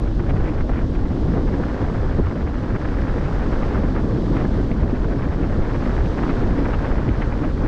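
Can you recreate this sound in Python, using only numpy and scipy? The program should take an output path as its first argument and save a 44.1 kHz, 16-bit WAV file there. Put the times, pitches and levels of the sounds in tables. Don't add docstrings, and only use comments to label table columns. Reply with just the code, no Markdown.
import sys
import numpy as np
from scipy import signal
from scipy.fft import rfft, irfft, next_fast_len
from scipy.io import wavfile
from scipy.ndimage import uniform_filter1d

SR = 44100
rng = np.random.default_rng(int(sys.argv[2]) if len(sys.argv) > 2 else 0)


def to_wav(sig):
    pcm = np.clip(np.atleast_2d(sig), -1, 1) * 32767
    pcm = np.round(pcm).astype(np.int16)
    wavfile.write(sys.argv[1], SR, pcm.T)


def nominal_scale(level):
    x = np.asarray(level, float) / 20
    return 10 ** x


N = 338584

# t/s, flutter level (speed)/dB, buffet level (squareness to port)/dB
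WIND_COURSE = [(0.0, -45.5, -24.5), (0.25, -43.5, -23.5), (0.48, -39.5, -26.5), (0.63, -45, -27),
               (0.79, -38.5, -25.5), (0.92, -46, -24.5), (1.4, -44.5, -22), (1.8, -37.5, -27.5),
               (2.4, -42.5, -25), (3.2, -38, -27.5), (3.75, -38, -25.5), (4.15, -43.5, -21),
               (4.4, -40, -23), (5.0, -43, -25.5), (6.0, -36.5, -26), (6.7, -37, -22), (7.3, -39, -28),
               (7.68, -42, -25)]


def rms_one(x):
    return x / np.sqrt(np.mean(x ** 2) + 1e-20)


def in_time(rows):
    t_s, *columns = np.transpose(rows)
    return [np.interp(np.arange(N) / SR, t_s, column) for column in columns]


def drift(rate_hz):
    r = np.exp(-2 * np.pi * rate_hz * 40 / SR)
    noise = rng.standard_normal(N // 40 + 2002)
    slow = signal.lfilter([1], [1, -2 * r, r * r], noise)[2000:]
    return np.interp(np.arange(N) / 40, np.arange(len(slow)), rms_one(slow))


def turbulence(spectrum, shared_db, shared_rate_hz, own_db, own_rate_hz, count):
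    size = next_fast_len(N)
    log_f = np.log(np.maximum(np.arange(size // 2 + 1) * SR / size, 1))
    f_hz, level_db = np.transpose(spectrum)
    colour_db = np.interp(log_f, np.log(f_hz), level_db, left=-200, right=-200)
    coloured = rfft(rng.standard_normal(size)) * nominal_scale(colour_db)
    place = np.interp(log_f, np.log(f_hz[[0, -1]]), [0, count - 1])
    together = drift(shared_rate_hz)
    out = 0
    for k in range(count):
        band = irfft(coloured * np.clip(1 - abs(place - k), 0, 1), size)[:N]
        out = out + band * nominal_scale(shared_db * together + own_db * drift(own_rate_hz))
    return rms_one(out)


def steadied(x, window_s, share):
    size = int(window_s * SR)
    power = uniform_filter1d(uniform_filter1d(x ** 2, size), size)
    return rms_one(x / (power + 0.022) ** (share / 2))


def bells(eddies, stretch):
    power, t = np.zeros(N), np.arange(N) / SR
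    for t_s, level_db, length_s in eddies:
        near = slice(max(int((t_s - 0.12) * SR), 0), int((t_s + 0.12) * SR))
        sigma_s = stretch * max(length_s, 0.004)
        power[near] += nominal_scale(2 * level_db) * np.exp(-0.5 * ((t[near] - t_s) / sigma_s) ** 2)
    return np.sqrt(power)


def lulls(spells):
    t, gain_db = np.arange(N) / SR, np.zeros(N)
    for t_s, depth_db, spread_s in spells:
        near = slice(max(int((t_s - 0.6) * SR), 0), int((t_s + 0.6) * SR))
        gain_db[near] -= depth_db * np.exp(-0.5 * ((t[near] - t_s) / max(spread_s, 0.008)) ** 2)
    return gain_db


def rumble():
    # f/Hz, level/dB per Hz
    spectrum = [(5, -30.5), (9, -4), (16, 0.5), (27, 0.5), (45, 3), (65, -2), (90, -5.5), (130, -11.5),
                (180, -21.5), (260, -39.5)]
    # t/s, depth (negative = heavier)/dB, spread/s
    gaps = [(0.0, 1, 0.012), (0.13, -2.5, 0.045), (0.3, -1, 0.18), (0.49, 0.5, 0.045), (0.66, -4, 0.031),
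            (0.79, 5, 0.032), (0.97, 1, .07), (1.13, 6, 0.033), (1.55, 0, 0.09), (1.7, 6, 0.019),
            (1.92, 6, 0.04), (2.51, 3, 0.023), (3.09, -1.5, 0.036), (2.22, -4.5, 0.044), (2.35, 10, 0.037),
            (2.63, 8.5, 0.043), (2.8, 10, 0.019), (3.2, 2, 0.14), (3.63, 2, 0.073), (3.82, -2, 0.044),
            (4.21, 3, 0.14), (5.0, 0.5, 0.13), (5.55, -1.5, 0.073), (5.8, 3.5, 0.083), (5.3, 1, 0.055),
            (6.05, -2.5, 0.055), (6.165, 6, 0.024), (6.22, 2.5, 0.076), (6.6, -1, 0.18), (6.92, -2, 0.032),
            (7.42, 3, 0.03)]
    eddies = turbulence(spectrum, shared_db=2.5, shared_rate_hz=10, own_db=1.0, own_rate_hz=8.3, count=4)
    level_db = -20 + lulls(gaps) - 0.6 * drift(2.3)
    return nominal_scale(level_db) * steadied(eddies, window_s=0.065, share=0.65)


def buffet():
    # f/Hz, level/dB per Hz
    spectrum = [(59, -16.5), (100, -2), (172, -2.5), (275, -1), (640, -19.5), (900, -26.5), (1170, -28.5),
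                (1980, -120)]
    # t/s, depth (negative = swell)/dB, spread/s
    turns = [(0.14, 6, 0.058), (1.487, -0.5, .03), (1.784, 0, 0.02), (2.26, 8, 0.031), (2.53, 3, 0.065),
             (2.85, 1.5, 0.055), (3.05, -1.5, 0.055), (3.787, -4.5, 0.024), (4.349, -3, 0.051),
             (4.907, 0.5, 0.04), (5.133, -3.5, 0.024), (5.3, 2, 0.045), (5.63, 1.5, 0.025), (6.15, -1, .05),
             (6.271, -1.5, 0.039), (6.772, 5, 0.053), (7.1, 3, 0.042)]
    # t/s, level/dB, length/s
    thumps = [(0.197, -24, 0.016), (0.345, -23, 0.02), (0.7, -23, 0.0085), (1.126, -28, 0.025),
              (1.38, -20, 0.022), (1.6, -19.5, 0.026), (1.823, -24, 0.032), (2.195, -14, 0.017),
              (2.728, -35, 0.021), (3.169, -23.5, 0.026), (3.5, -24, 0.051), (3.845, -15.5, 0.016),
              (4.044, -22, 0.015), (4.319, -21, 0.028), (4.45, -17.5, 0.024), (4.599, -20, 0.027),
              (4.717, -16, 0.0085), (4.847, -21.5, 0.048), (4.933, -19, 0.013), (5.272, -22, 0.024),
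              (5.431, -22.5, 0.049), (5.582, -22.5, 0.037), (5.868, -23.5, 0.048), (6.053, -21.5, 0.013),
              (6.3, -24, 0.048), (6.47, -27, 0.11), (6.588, -18, 0.016), (6.737, -23, 0.016),
              (7.081, -20, 0.044), (7.424, -27.5, 0.098), (7.635, -25.5, 0.074)]
    eddies = turbulence(spectrum, shared_db=0.0, shared_rate_hz=7, own_db=1.0, own_rate_hz=5.9, count=4)
    flow_db = in_time(WIND_COURSE)[1] + lulls(turns)
    level = np.hypot(nominal_scale(flow_db), nominal_scale(1.0) * bells(thumps, stretch=0.33))
    return level * steadied(eddies, window_s=0.027, share=0.35)


def puff_rows():
    # t/s, level/dB, length/s, bright tip/dB
    strong = [(0.199, -32.5, 0.013, -58), (0.302, -35, 0.027, -42.5), (0.367, -36, 0.017, -44),
              (0.48, -42, 0.047, -42.5), (0.609, -35.5, 0.017, -47), (0.698, -31.5, 0.013, -55),
              (0.784, -44, 0.038, -45.5), (0.955, -39, 0.012, -47), (1.353, -36.5, 0.084, -53),
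              (1.638, -31.5, 0.015, -55), (2.272, -36, 0.021, -45), (2.759, -32.5, 0.021, -48),
              (2.888, -43, 0.01, -40), (3.26, -48, 0.051, -48.5), (3.76, -34.5, 0.082, -48),
              (3.97, -34, 0.057, -56), (4.376, -35.5, 0.072, -48), (4.452, -30.5, 0.011, -55),
              (4.719, -50, 0.0091, -36), (4.836, -34.5, 0.015, -48), (5.049, -32.5, 0.019, -59),
              (5.755, -30.5, 0.016, -47.5), (6.236, -34, 0.016, -44), (6.305, -33, 0.025, -38.5),
              (6.59, -48, 0.019, -41), (6.74, -32, 0.023, -41), (6.99, -35.5, 0.033, -47),
              (7.09, -39, 0.012, -36.5), (7.222, -33, 0.02, -38), (7.441, -32.5, 0.027, -48)]
    # t/s, level/dB
    middling = [(0.072, -42), (0.545, -51), (0.74, -38), (0.83, -49), (1.11, -40), (1.288, -38),
                (1.481, -36.5), (1.54, -36.5), (1.77, -42.5), (1.95, -38), (2.13, -41), (2.42, -38),
                (2.48, -37.5), (2.99, -37), (3.09, -36.5), (3.178, -39), (3.429, -35), (3.636, -34),
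                (4.41, -33), (4.96, -36.5), (5.12, -35.5), (5.23, -37), (5.33, -34.5), (5.44, -36.5),
                (5.533, -40), (5.82, -37.5), (6.183, -33), (6.43, -33.5), (6.87, -36.5), (7.328, -35)]
    # t/s, level/dB
    least = [(0.41, -40), (0.519, -53), (0.589, -39), (0.715, -43), (0.9, -52), (0.997, -41.5),
             (1.057, -42), (1.171, -44.5), (1.238, -42), (1.425, -48), (1.668, -42), (1.749, -36),
             (1.815, -38), (1.9, -39), (2.032, -38), (2.113, -37), (2.247, -40), (2.317, -38.5),
             (2.365, -36.5), (2.556, -40), (2.638, -38), (2.712, -38), (2.812, -41), (2.855, -37),
             (3.049, -52), (3.278, -35), (3.346, -39), (3.464, -40), (3.53, -33), (3.604, -43),
             (3.713, -37), (3.844, -38), (3.885, -50), (4.003, -37.5), (4.059, -50), (4.108, -47.5),
             (4.167, -38.5), (4.548, -46), (4.599, -43.5), (4.814, -41), (4.876, -48), (4.904, -36.5),
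             (5.198, -35.5), (5.25, -37.5), (5.377, -46), (5.587, -44), (5.622, -39), (5.655, -41),
             (5.701, -40), (5.865, -44), (5.9, -45), (5.98, -36), (6.371, -43), (6.505, -39), (6.66, -31.5),
             (6.697, -33), (6.818, -40), (6.851, -32), (6.921, -31.5), (7.146, -38)]
    middling_rows = [(t_s, level_db, 0.033, level_db - 14.5) for t_s, level_db in middling]
    least_rows = [(t_s, level_db, 0.025, level_db - 16) for t_s, level_db in least]
    return np.vstack([strong, middling_rows, least_rows])


def flutter():
    # f/Hz, level/dB per Hz
    spectrum = [(290, -9), (500, -3), (642, -9), (1680, -15.5), (3050, -35.5), (3960, -54.5), (6710, -120)]
    # t/s, depth (negative = swell)/dB
    slacks = [(0.143, 4.5), (0.33, 2), (0.67, 4.5), (0.87, 6), (1.195, 2), (1.465, 5), (1.86, 0.5),
              (1.927, 2.5), (2.35, 4), (2.445, 2.5), (2.786, 3), (2.929, -0.5), (3.065, 1), (3.307, 0),
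              (3.499, 1), (3.82, 1), (3.933, 3.5), (4.025, 4), (4.229, 1.5), (4.49, 3), (4.665, 4.5),
              (5.469, 3), (5.555, 0.5), (5.784, 5), (6.081, 3), (6.162, 8), (6.325, 2.5), (6.555, 1.5),
              (6.777, 3), (6.955, -2), (7.06, 1.5), (7.26, -0.5), (7.477, 0.5), (7.545, 3.5), (7.62, -3),
              (7.66, -6)]
    eddies = turbulence(spectrum, shared_db=3.5, shared_rate_hz=260, own_db=0.17, own_rate_hz=46, count=5)
    slack_spread_s = 0.014
    slack_db = lulls([(t_s, depth_db, slack_spread_s) for t_s, depth_db in slacks])
    flow_db = in_time(WIND_COURSE)[0] + slack_db
    puffs = bells(puff_rows()[:, :3], stretch=0.25)
    level = np.hypot(nominal_scale(flow_db + 6.0), nominal_scale(4.5) * puffs)
    return level * steadied(eddies, window_s=0.017, share=1.0)


def sea():
    # t/s, level/dB
    swell = [(0.0, -57), (0.67, -57), (1.59, -55), (1.99, -55.5), (2.35, -57.5), (3.3, -54.5),
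             (3.64, -53.5), (3.94, -55.5), (4.42, -53.5), (4.95, -56.5), (5.44, -56), (5.97, -53),
             (6.29, -53), (7.3, -55.5), (7.6, -56)]
    # f/Hz, level/dB per Hz
    spectrum = [(1500, -9), (2300, -6.5), (3200, -0.5), (5000, -4.5), (6000, -9.5), (8300, -20.5),
                (10500, -33), (11500, -42), (12500, -51.5), (13400, -64)]
    wash = turbulence(spectrum, shared_db=-0.36, shared_rate_hz=27, own_db=-0.24, own_rate_hz=19, count=5)
    return nominal_scale(in_time(swell)[0] + 3.0) * wash


def spit():
    # f/Hz, level/dB per Hz
    spectrum = [(1300, -23.5), (2000, 2.5), (2700, -7.5), (3500, -17), (4800, -32.5)]
    # t/s, peak/dB
    snaps = [(0.0343, -44), (0.2977, -36), (0.3681, -36), (0.5776, -39), (0.608, -38), (0.7372, -34),
             (0.7801, -35), (0.9537, -42), (1.4795, -38), (2.2697, -38), (2.7571, -37), (2.8883, -36),
             (2.9452, -33), (3.0126, -34), (3.0844, -41), (3.244, -34), (3.4281, -38), (3.7693, -32),
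             (3.9664, -36), (4.363, -25), (4.7212, -35), (4.8349, -35), (5.0374, -42), (5.219, -35),
             (5.4196, -38), (5.7558, -35), (5.8551, -29), (6.0541, -28), (6.115, -38), (6.1823, -37),
             (6.2891, -31), (6.4198, -37), (6.4657, -34), (6.5021, -33), (6.5834, -39), (6.7301, -33),
             (6.8214, -35), (6.8623, -31), (6.9222, -38), (6.9726, -35), (7.0853, -35), (7.2175, -32),
             (7.3253, -34), (7.3607, -41)]
    hiss = turbulence(spectrum, shared_db=7.0, shared_rate_hz=260, own_db=-0.5, own_rate_hz=30, count=2)
    lag_s, gain_db, length_s = 0.004, -12, 0.0097
    snap_rows = [(t_s + lag_s, peak_db + gain_db, length_s) for t_s, peak_db in snaps]
    tips = np.vstack([puff_rows()[:, [0, 3, 2]], snap_rows])
    return nominal_scale(-0.6) * bells(tips, stretch=0.31) * steadied(hiss, window_s=0.006, share=0.67)


def whirls():
    # t/s, f/Hz, level/dB, length/s
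    whirl_rows = [(0.33, 116, -23.5, .06), (1.3, 190, -30, .08), (1.58, 270, -22, .09),
                  (1.84, 90, -22, .05), (2.2, 149, -26, 0.057), (2.2, 293, -23, 0.044),
                  (2.45, 55, -23, .08), (3.85, 240, -27, .05), (3.86, 60, -24, .08),
                  (4.35, 145, -24, 0.066), (4.7, 65, -23, 0.055), (4.85, 115, -24, .07),
                  (4.95, 350, -30, .08), (5.08, 436, -31, 0.097), (6.1, 430, -31, .06),
                  (6.3, 200, -27, .06), (6.97, 350, -28, .08), (7.1, 115, -18.5, 0.064),
                  (7.15, 370, -30, .06), (7.42, 298, -21, 0.058), (7.47, 174, -26, 0.076),
                  (0.13, 315, -28, .09), (0.21, 350, -26.5, .06), (0.5, 309, -27, .09),
                  (1.36, 442, -29, 0.076), (1.55, 348, -28, 0.065), (1.92, 170, -27.5, .07),
                  (2.275, 60, -22.5, .06), (3.2, 150, -28, .1), (4.17, 445, -32, .06),
                  (4.45, 282, -26, .05), (5.17, 270, -27, .05), (5.2, 185, -28, .06), (6.9, 70.5, -26, .07),
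                  (7.0, 150, -26, .06), (0.652, 620, -33, .02), (1.032, 796, -37, .02),
                  (2.196, 560, -30, .015), (4.6, 600, -28, .015), (4.718, 650, -32, .015),
                  (5.094, 650, -34, .02), (5.504, 594, -31, .02), (7.204, 700, -30, .015),
                  (0.304, 750, -32, .015)]
    out = np.zeros(N)
    for t_s, f_hz, level_db, length_s in whirl_rows:
        near = slice(int((t_s - 0.12) * SR), int((t_s + 0.12) * SR))
        t = np.arange(N)[near] / SR - t_s
        bell = np.exp(-0.5 * (t / (0.35 * length_s)) ** 2)
        phase = 2 * np.pi * f_hz * t * (1 - 0.8 * t) + rng.uniform(0, 2 * np.pi)
        out[near] += nominal_scale(level_db) * bell * np.sin(phase)
    return out


def high_ticks():
    # t/s, peak/dB
    ticks = [(0.17, -81), (0.7113, -82), (0.9408, -77), (1.2955, -70), (1.8233, -73), (2.2448, -73),
             (2.3351, -82), (2.802, -78), (3.1058, -79), (5.0315, -82), (6.8494, -86), (7.0314, -82),
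             (7.3138, -82), (7.4819, -77)]
    lag_s, gain_db, length_s = 0.006, -8, 0.012
    rows = [(t_s + lag_s, peak_db + gain_db, length_s) for t_s, peak_db in ticks]
    band = signal.butter(6, [12000, 15600], "band", fs=SR, output="sos")
    return signal.sosfilt(band, bells(rows, stretch=0.3) * rng.standard_normal(N) + 1e-18)


def rolls():
    # t/s, level/dB, length/s
    lumps = [(0.195, -21, 0.029), (0.334, -16.5, 0.043), (1.204, -35, 0.051), (0.732, -22, 0.029),
             (0.84, -24, 0.023), (0.952, -31, 0.029), (1.309, -18.5, 0.09), (1.837, -19, 0.018),
             (1.979, -19.5, 0.063), (2.18, -24, 0.03), (2.249, -20.5, 0.018), (2.27, -22.5, 0.018),
             (2.459, -27, 0.051), (2.618, -22.5, 0.066), (2.737, -19, 0.034), (2.869, -26, 0.11),
             (2.968, -33, 0.094), (3.15, -24, 0.061), (3.233, -21, 0.057), (3.314, -21, 0.034),
             (3.643, -25.5, 0.097), (3.761, -34, 0.03), (4.156, -19, 0.041), (4.314, -43, 0.046),
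             (4.71, -34, 0.026), (4.84, -15.5, 0.044), (5.055, -22.5, 0.025), (5.499, -26, 0.099),
             (5.768, -22, 0.039), (6.047, -18, 0.031), (6.25, -23.5, 0.05), (6.59, -23, 0.059),
             (6.929, -31, 0.046), (7.04, -24, 0.037), (7.097, -20.5, 0.032), (7.18, -23.5, 0.056),
             (7.492, -33, 0.045), (7.626, -26, 0.039)]
    # f/Hz, level/dB per Hz
    spectrum = [(35, -33), (65, -0.5), (110, -1.5), (170, -6.5), (260, -28)]
    air = turbulence(spectrum, shared_db=-4.5, shared_rate_hz=2.7, own_db=0.5, own_rate_hz=4.6, count=2)
    return nominal_scale(-2.1) * bells(lumps, stretch=0.4) * steadied(air, window_s=0.0037, share=1.0)


def scene():
    wind = rumble() + buffet() + flutter() + spit() + rolls()
    return (wind + sea() + whirls())[None]


def limiter(x):
    ceiling_db, squeeze, attack_s, recovery_db_per_s = -11, 0.35, 0.0016, 67.5
    over_db = np.maximum(20 * np.log10(abs(x[0]) + 1e-9) - ceiling_db, 0)
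    climb_db = recovery_db_per_s * np.arange(N) / SR
    held_db = np.maximum.accumulate(over_db + climb_db) - climb_db
    r = np.exp(-1 / (attack_s * SR))
    look_ahead = int(2 * attack_s * SR)
    duck_db = np.roll(signal.lfilter([1 - r], [1, -r], held_db), -look_ahead)
    return x * nominal_scale(-squeeze * duck_db)


def low_pass(x):
    return signal.sosfilt(signal.butter(12, 15800, fs=SR, output="sos"), x)


def record(dry):
    ducked = limiter(dry)
    top = 0.47
    rounded = ducked / (1 + (ducked / top) ** 6) ** (1 / 6)
    top_cut = signal.cheby2(14, 70, 13500, fs=SR, output="sos")
    mix = signal.sosfilt(top_cut, rounded) + high_ticks()
    return low_pass(mix)


dry = scene()
out = record(dry)
to_wav(out)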